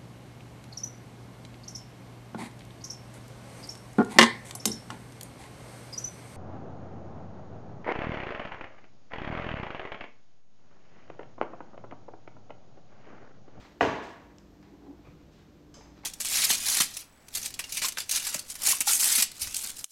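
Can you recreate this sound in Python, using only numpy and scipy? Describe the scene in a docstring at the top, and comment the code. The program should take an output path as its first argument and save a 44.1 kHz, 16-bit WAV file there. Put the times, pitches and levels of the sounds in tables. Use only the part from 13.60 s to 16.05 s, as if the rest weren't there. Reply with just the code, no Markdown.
"""A parrot plays with a toy ball on a wooden table in a live, quiet room.
Over a fridge-like hum and faint hiss, a scuff and light taps lead to one loud knock at 0.2 s: the ball
cracks, table top and toy shell ring, the room answers. A dry claw or beak click follows at 0.8 s.
From 1.1 s the ball rubs on the wood, then the toy scrapes amid soft bumps and scuffs of feet and
feathers. At 2.1 s the toy gives a weaker, brighter clack; a few bumps, scuffs and taps end the scene."""
import sys
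import numpy as np
from scipy import signal
from scipy.fft import rfft, irfft, next_fast_len
from scipy.io import wavfile
from scipy.ndimage import map_coordinates

SR = 44100
rng = np.random.default_rng(int(sys.argv[2]) if len(sys.argv) > 2 else 0)


def int16_out(signal):
    """Quantize to a 16-bit WAV file."""
    q = np.round(np.clip(np.atleast_2d(signal).T, -1, 1) * 32767)
    wavfile.write(sys.argv[1], SR, q.astype(np.int16))


N = 108045
T = np.arange(N) / SR

# modes of ball on wood, table top, toy shell (frequency [Hz], level [dB], t60 [s])
BALL_MODES = [(290, -21, 0.052), (445, -12.5, 0.032), (726, 0, 0.042), (855, -8, 0.033), (1118, -5, 0.037),
              (1468, -8.5, 0.041), (1665, -11.5, 0.043), (1943, -6, 0.039), (2485, -9.5, 0.026),
              (2910, -10, 0.027), (3960, -30, 0.019), (4260, -27.5, 0.03), (6400, -31, .006)]
TABLE_MODES = [(213, -10, .45), (262, -6, .42), (283, 0, .4), (316, -4, .42), (391, -3, .4), (402, -4, .6),
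               (441, 1, .55), (473, 1, .42), (547, -5, .5), (651, -3, .62), (691, -2, .55), (862, -6, .68),
               (951, -4, .8), (1130, -7, .62), (1163, -5, .55), (1452, -11, .55), (1631, -8, .4),
               (1702, -12, .82), (1908, -13, .55)]
SHELL_MODES = [(2320, -15, .5), (2702, -17, .6), (3085, -20, .68), (4100, -27, .55), (5100, -30, .5),
               (5990, -27, .45), (6540, -29, .45)]
# spectra of contact tick, room wash, frame boom (frequency [Hz], level [dB])
TICK_SPECTRUM = [(1000, -25), (3500, -2), (6500, 1.5), (9000, -16), (11000, -20), (15000, -22)]
WASH_SPECTRUM = [(30, -47), (130, -15.5), (260, -1), (480, -4.5), (780, -3.5), (1130, -4), (1300, -11),
                 (1700, -7.5), (2100, -12), (2800, -15.5), (3600, -20), (4800, -25.5), (6600, -26.5),
                 (8200, -41), (10000, -50), (15000, -49.5)]
FRAME_SPECTRUM = [(25, -39), (48, -5), (100, 0.5), (180, 1), (350, -21.5), (1000, -75)]
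# first reflections off window and walls (delay [s], level [dB])
REFLECTIONS = [(0.0084, -13), (0.0199, -9), (0.0255, -16), (0.0415, -14)]


def knock(time_s=0.2084, contact_s=0.00062):
    """The ball hits: a hollow crack, table top and shell ring, the frame booms, the room answers."""
    tick = amp(-33.5) * noise(TICK_SPECTRUM) * fade(t60_s=0.0083)
    crack = (amp(-12.5) * ring(BALL_MODES) + tick) * rise(contact_s)
    echoes = sum(at(delay_s, amp(db) * crack) for delay_s, db in REFLECTIONS)
    ringing = amp(-28.5) * ring(TABLE_MODES + SHELL_MODES, any_phase=True) * rise(0.0071)
    wash = amp(-26.5) * room_tail(WASH_SPECTRUM) * rise(0.0034)
    boom = amp(-34.5) * noise(FRAME_SPECTRUM) * rise(0.037) * fade(t60_s=0.5)
    return at(time_s, crack + echoes + ringing + wash + boom)


# light contacts (time [s], level [dB], tilt [dB/octave])
TAP_HITS = [(0.0503, -49, 2), (0.202, -51, 3.5), (1.0266, -50.5, 2.5), (1.266, -53, -6), (2.209, -47.5, 1),
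            (2.434, -46, 0.5), (2.441, -47.5, 0)]
# tapped wood (frequency [Hz], level [dB])
TAP_SPECTRUM = [(60, -33), (300, -12), (650, -2.5), (880, 2.5), (1100, -3.5), (1370, -13.5), (1700, -8),
                (2150, -9.5), (2500, -14.5), (3000, -23.5), (4200, -18.5), (6000, -26), (8000, -38),
                (11000, -57)]


def taps(rise_s=0.0007, t60_s=0.026, room_db=-12):
    """Light contacts with the wood, each a noise burst with its echo."""
    track = np.zeros(N)
    for time_s, db, tilt in TAP_HITS:
        burst = noise(TAP_SPECTRUM, tilt) * fade(t60_s)
        echo = amp(room_db) * room_tail(TAP_SPECTRUM, tilt)
        track += at(time_s, amp(db) * rise(rise_s) * (burst + echo))
    return track


# struck toy piece (frequency [Hz], level [dB], t60 [s])
TOY_MODES = [(1150, -2, .3), (2210, -9, .3), (3050, -4, .35), (4890, -3, .45), (5080, -6, .3),
             (6240, -1, .55), (6390, -5, .45), (7340, -8, .3)]
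# bright snap, also the echo of the clicks (frequency [Hz], level [dB])
SNAP_SPECTRUM = [(200, -12), (1150, 1.5), (1700, -6.5), (2750, -10), (3050, -7), (3400, -7), (4600, -9),
                 (5000, 4.5), (5800, -5), (6300, 1.5), (6900, -6), (7350, -4.5), (8000, -10), (8500, -17.5),
                 (15000, -33)]


def clack(time_s=2.141, level_db=-52):
    """A hard piece of the toy is struck and rings briefly."""
    snap = noise(SNAP_SPECTRUM) * fade(t60_s=0.025)
    echo = amp(-3) * room_tail(SNAP_SPECTRUM)
    ringing = amp(-6) * ring(TOY_MODES, any_phase=True)
    return at(time_s, amp(level_db) * (snap + echo + ringing))


# claw or beak contacts (time [s], level [dB])
CLICK_HITS = [(0.7842, -43.5), (0.7849, -56)]
# their ring (frequency [Hz], level [dB], t60 [s])
CLICK_MODES = [(2000, -9, .002), (3200, -1, 0.0026), (5460, 1, .004), (7240, -2.5, 0.0037)]


def clicks(rise_s=0.0001, room_db=-27.5):
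    """Claw or beak makes a tiny dry double click with a trace of room."""
    click = ring(CLICK_MODES) * rise(rise_s)
    return sum(at(time_s, amp(db) * (click + amp(room_db) * room_tail(SNAP_SPECTRUM)))
               for time_s, db in CLICK_HITS)


# brushing strokes (peak time [s], level [dB], rise [s], tilt [dB/octave])
SCUFF_STROKES = [(0.04, -56, 0.14, -4.5), (0.441, -55, 0.018, -1), (1.52, -61.5, 0.15, -8),
                 (1.61, -63.5, .04, -7), (1.735, -66.5, 0.017, -1), (1.791, -66, 0.023, -3.5),
                 (2.18, -54.5, 0.066, -13), (2.385, -61, 0.026, -4.5)]
# brushed wood (frequency [Hz], level [dB])
SCUFF_SPECTRUM = [(100, -2), (500, -10), (1100, -0.5), (4000, 1.5), (7000, -4), (9000, -14.5), (11000, -27),
                  (15000, -21)]


def scuffs():
    """Feet and feathers brush the table in grainy swells of noise."""
    return sum(amp(db) * brush(peak_s, rise_s, t60_s=0.6, grain_db=1.5) * noise(SCUFF_SPECTRUM, tilt)
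               for peak_s, db, rise_s, tilt in SCUFF_STROKES)


# scraping toy (frequency [Hz], level [dB])
SCRAPE_SPECTRUM = [(200, -6), (480, 2), (800, -1), (1150, 2), (1600, -12), (2450, 0), (2900, -18),
                   (4000, -16), (7000, -26), (10000, -42)]


def scrape(level_db=-58):
    """The toy scrapes once: short, grainy friction noise."""
    envelope = brush(peak_s=1.479, rise_s=0.029, t60_s=0.24, grain_db=1.7)
    return amp(level_db) * envelope * noise(SCRAPE_SPECTRUM)


# ball rubbing on the table (peak time [s], level [dB], half length [s])
RUB_STROKES = [(1.139, -50, 0.021), (1.24, -54, 0.019), (1.299, -45, 0.034)]
# friction grit (frequency [Hz], level [dB])
GRIT_SPECTRUM = [(80, -13), (220, 2), (400, 8), (560, -7.5), (830, -2.5), (1100, -19), (1500, -39),
                 (5000, -63.5)]


def rubs(mode_hz=288, wander_hz=3.6, grit_db=-7.5, grit_spread=1.75):
    """Friction sets a low mode of the table top singing, over a dull grit."""
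    tone = sine(mode_hz + wander_hz * wobble(40.3))
    grit = amp(grit_db) * noise(GRIT_SPECTRUM)
    swell = lambda peak_s, half_s: np.exp(-((T - peak_s) / half_s) ** 2)
    return sum(amp(db) * (tone * swell(peak_s, half_s) + grit * swell(peak_s, half_s * grit_spread))
               for peak_s, db, half_s in RUB_STROKES)


# soft thuds (time [s], level [dB], frequency [Hz], t60 [s])
BUMP_HITS = [(0.226, -30, 86.4, 0.068), (0.279, -33, 106, 0.091), (1.15, -53, 74, 0.2),
             (1.393, -39, 301, 0.045), (1.482, -38.5, 132, 0.072), (1.525, -49, 164, 0.25),
             (1.633, -48.5, 69.4, 0.33), (2.17, -46, 570, 0.07), (2.184, -46.5, 440, 0.11),
             (2.269, -48.5, 57.4, 0.3)]


def bumps(rise_s=0.0018):
    """Soft low thuds, one damped mode each."""
    return sum(at(time_s, ring([(hz, db, t60_s)]) * rise(rise_s)) for time_s, db, hz, t60_s in BUMP_HITS)


# appliance partials (frequency [Hz], rms level [dB])
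HUM_PARTIALS = [(59, -72.5), (156, -66), (199, -66.5), (296, -63.5), (345, -69), (398, -73.5), (444, -82),
                (493, -74.5), (592, -79), (690, -80)]


def hum(waver_db=3, wander_hz=1.47):
    """An appliance hums; each partial wavers in level and pitch."""
    return sum(amp(db + waver_db * wobble(8.13)) * sine(hz + wander_hz * wobble(7.01))
               for hz, db in HUM_PARTIALS)


# room air (frequency [Hz], level [dB])
AIR_SPECTRUM = [(20, -46), (32, -5), (48, 5), (80, 1.5), (170, -4), (300, -0.5), (500, -10), (1000, -17),
                (2000, -23.5), (4000, -27), (6500, -30), (8200, -37), (10000, -46), (13000, -36),
                (15700, -46)]


def air(level_db=-57):
    """Steady room air: low rumble and faint hiss."""
    return amp(level_db) * noise(AIR_SPECTRUM)


# reverberation time (frequency [Hz], t60 [s])
ROOM_T60 = [(60, 0.97), (300, 0.84), (900, 0.87), (2500, 0.84), (5000, 0.67), (8000, 0.55), (14000, .4)]


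def room_tail(spectrum, tilt_db=0):
    """Diffuse echo: each frequency dies at its own speed."""
    hz, t, bands = signal.stft(noise(spectrum, tilt_db), SR, nperseg=256)
    decay = fade(along(ROOM_T60, hz)[:, None], t)
    return signal.istft(bands * decay, SR)[1][:N]


def ring(modes, any_phase=False):
    """Damped sines: neighbours swing opposite ways, or arrive in any phase through the room."""
    phases = rng.uniform(0, 2 * np.pi, len(modes)) if any_phase else np.pi * np.arange(len(modes))
    return sum(amp(db) * fade(t60_s) * np.sin(2 * np.pi * hz * T + phase)
               for (hz, db, t60_s), phase in zip(modes, phases))


def noise(spectrum, tilt_db=0):
    """Coloured noise of rms 1, tilted by tilt_db per octave above 250 Hz."""
    gain = lambda hz: amp(along(spectrum, hz) + tilt_db * np.log2(np.maximum(hz, 250) / 250))
    x = filtered(rng.standard_normal(N), gain)
    return x / np.sqrt(np.mean(x ** 2) + 1e-20)


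def sine(hz):
    """Sine of rms 1 following a frequency curve."""
    return np.sqrt(2) * np.sin(2 * np.pi * np.cumsum(hz) / SR)


def brush(peak_s, rise_s, t60_s, grain_db):
    """Grainy envelope that swells to peak_s and dies away."""
    grain = amp(grain_db * wobble(150))
    swell = np.exp(-(np.minimum(T - peak_s, 0) / rise_s) ** 2)
    return grain * swell * fade(t60_s, np.maximum(T - peak_s, 0))


def fade(t60_s, t=T):
    """Exponential decay."""
    return np.exp(-np.log(1000) * t / t60_s)


def rise(rise_s):
    """Soft onset."""
    return 1 - np.exp(-T / rise_s)


def wobble(knots_per_s):
    """Smooth random curve."""
    return map_coordinates(rng.standard_normal(256), [T * knots_per_s + 2], mode="wrap")


def filtered(x, response):
    """Apply a gain given as a function of frequency."""
    size = next_fast_len(N + SR // 2)
    return irfft(rfft(x, size) * response(np.fft.rfftfreq(size, 1 / SR)), size)[:N]


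def along(points, hz):
    """Interpolate (frequency, value) points on a log axis."""
    knots_hz, values = np.transpose(points)
    return np.interp(np.log(hz + 1), np.log(knots_hz + 1), values)


def at(time_s, x):
    """Start x at time_s."""
    return np.pad(x, (max(round(time_s * SR), 0), 0))[:N]


def amp(db):
    """Decibels to gain."""
    return 10 ** (np.asarray(db) / 20)


def scene():
    """All sources, heard in mono above the table."""
    parrot = knock() + taps() + clack() + clicks() + scuffs() + scrape() + rubs() + bumps()
    return (parrot + hum() + air())[None]


def record(dry, top_hz=15800):
    """Cut everything above top_hz."""
    return np.array([filtered(channel, lambda hz: hz < top_hz) for channel in dry])


dry = scene()
out = record(dry)
int16_out(out)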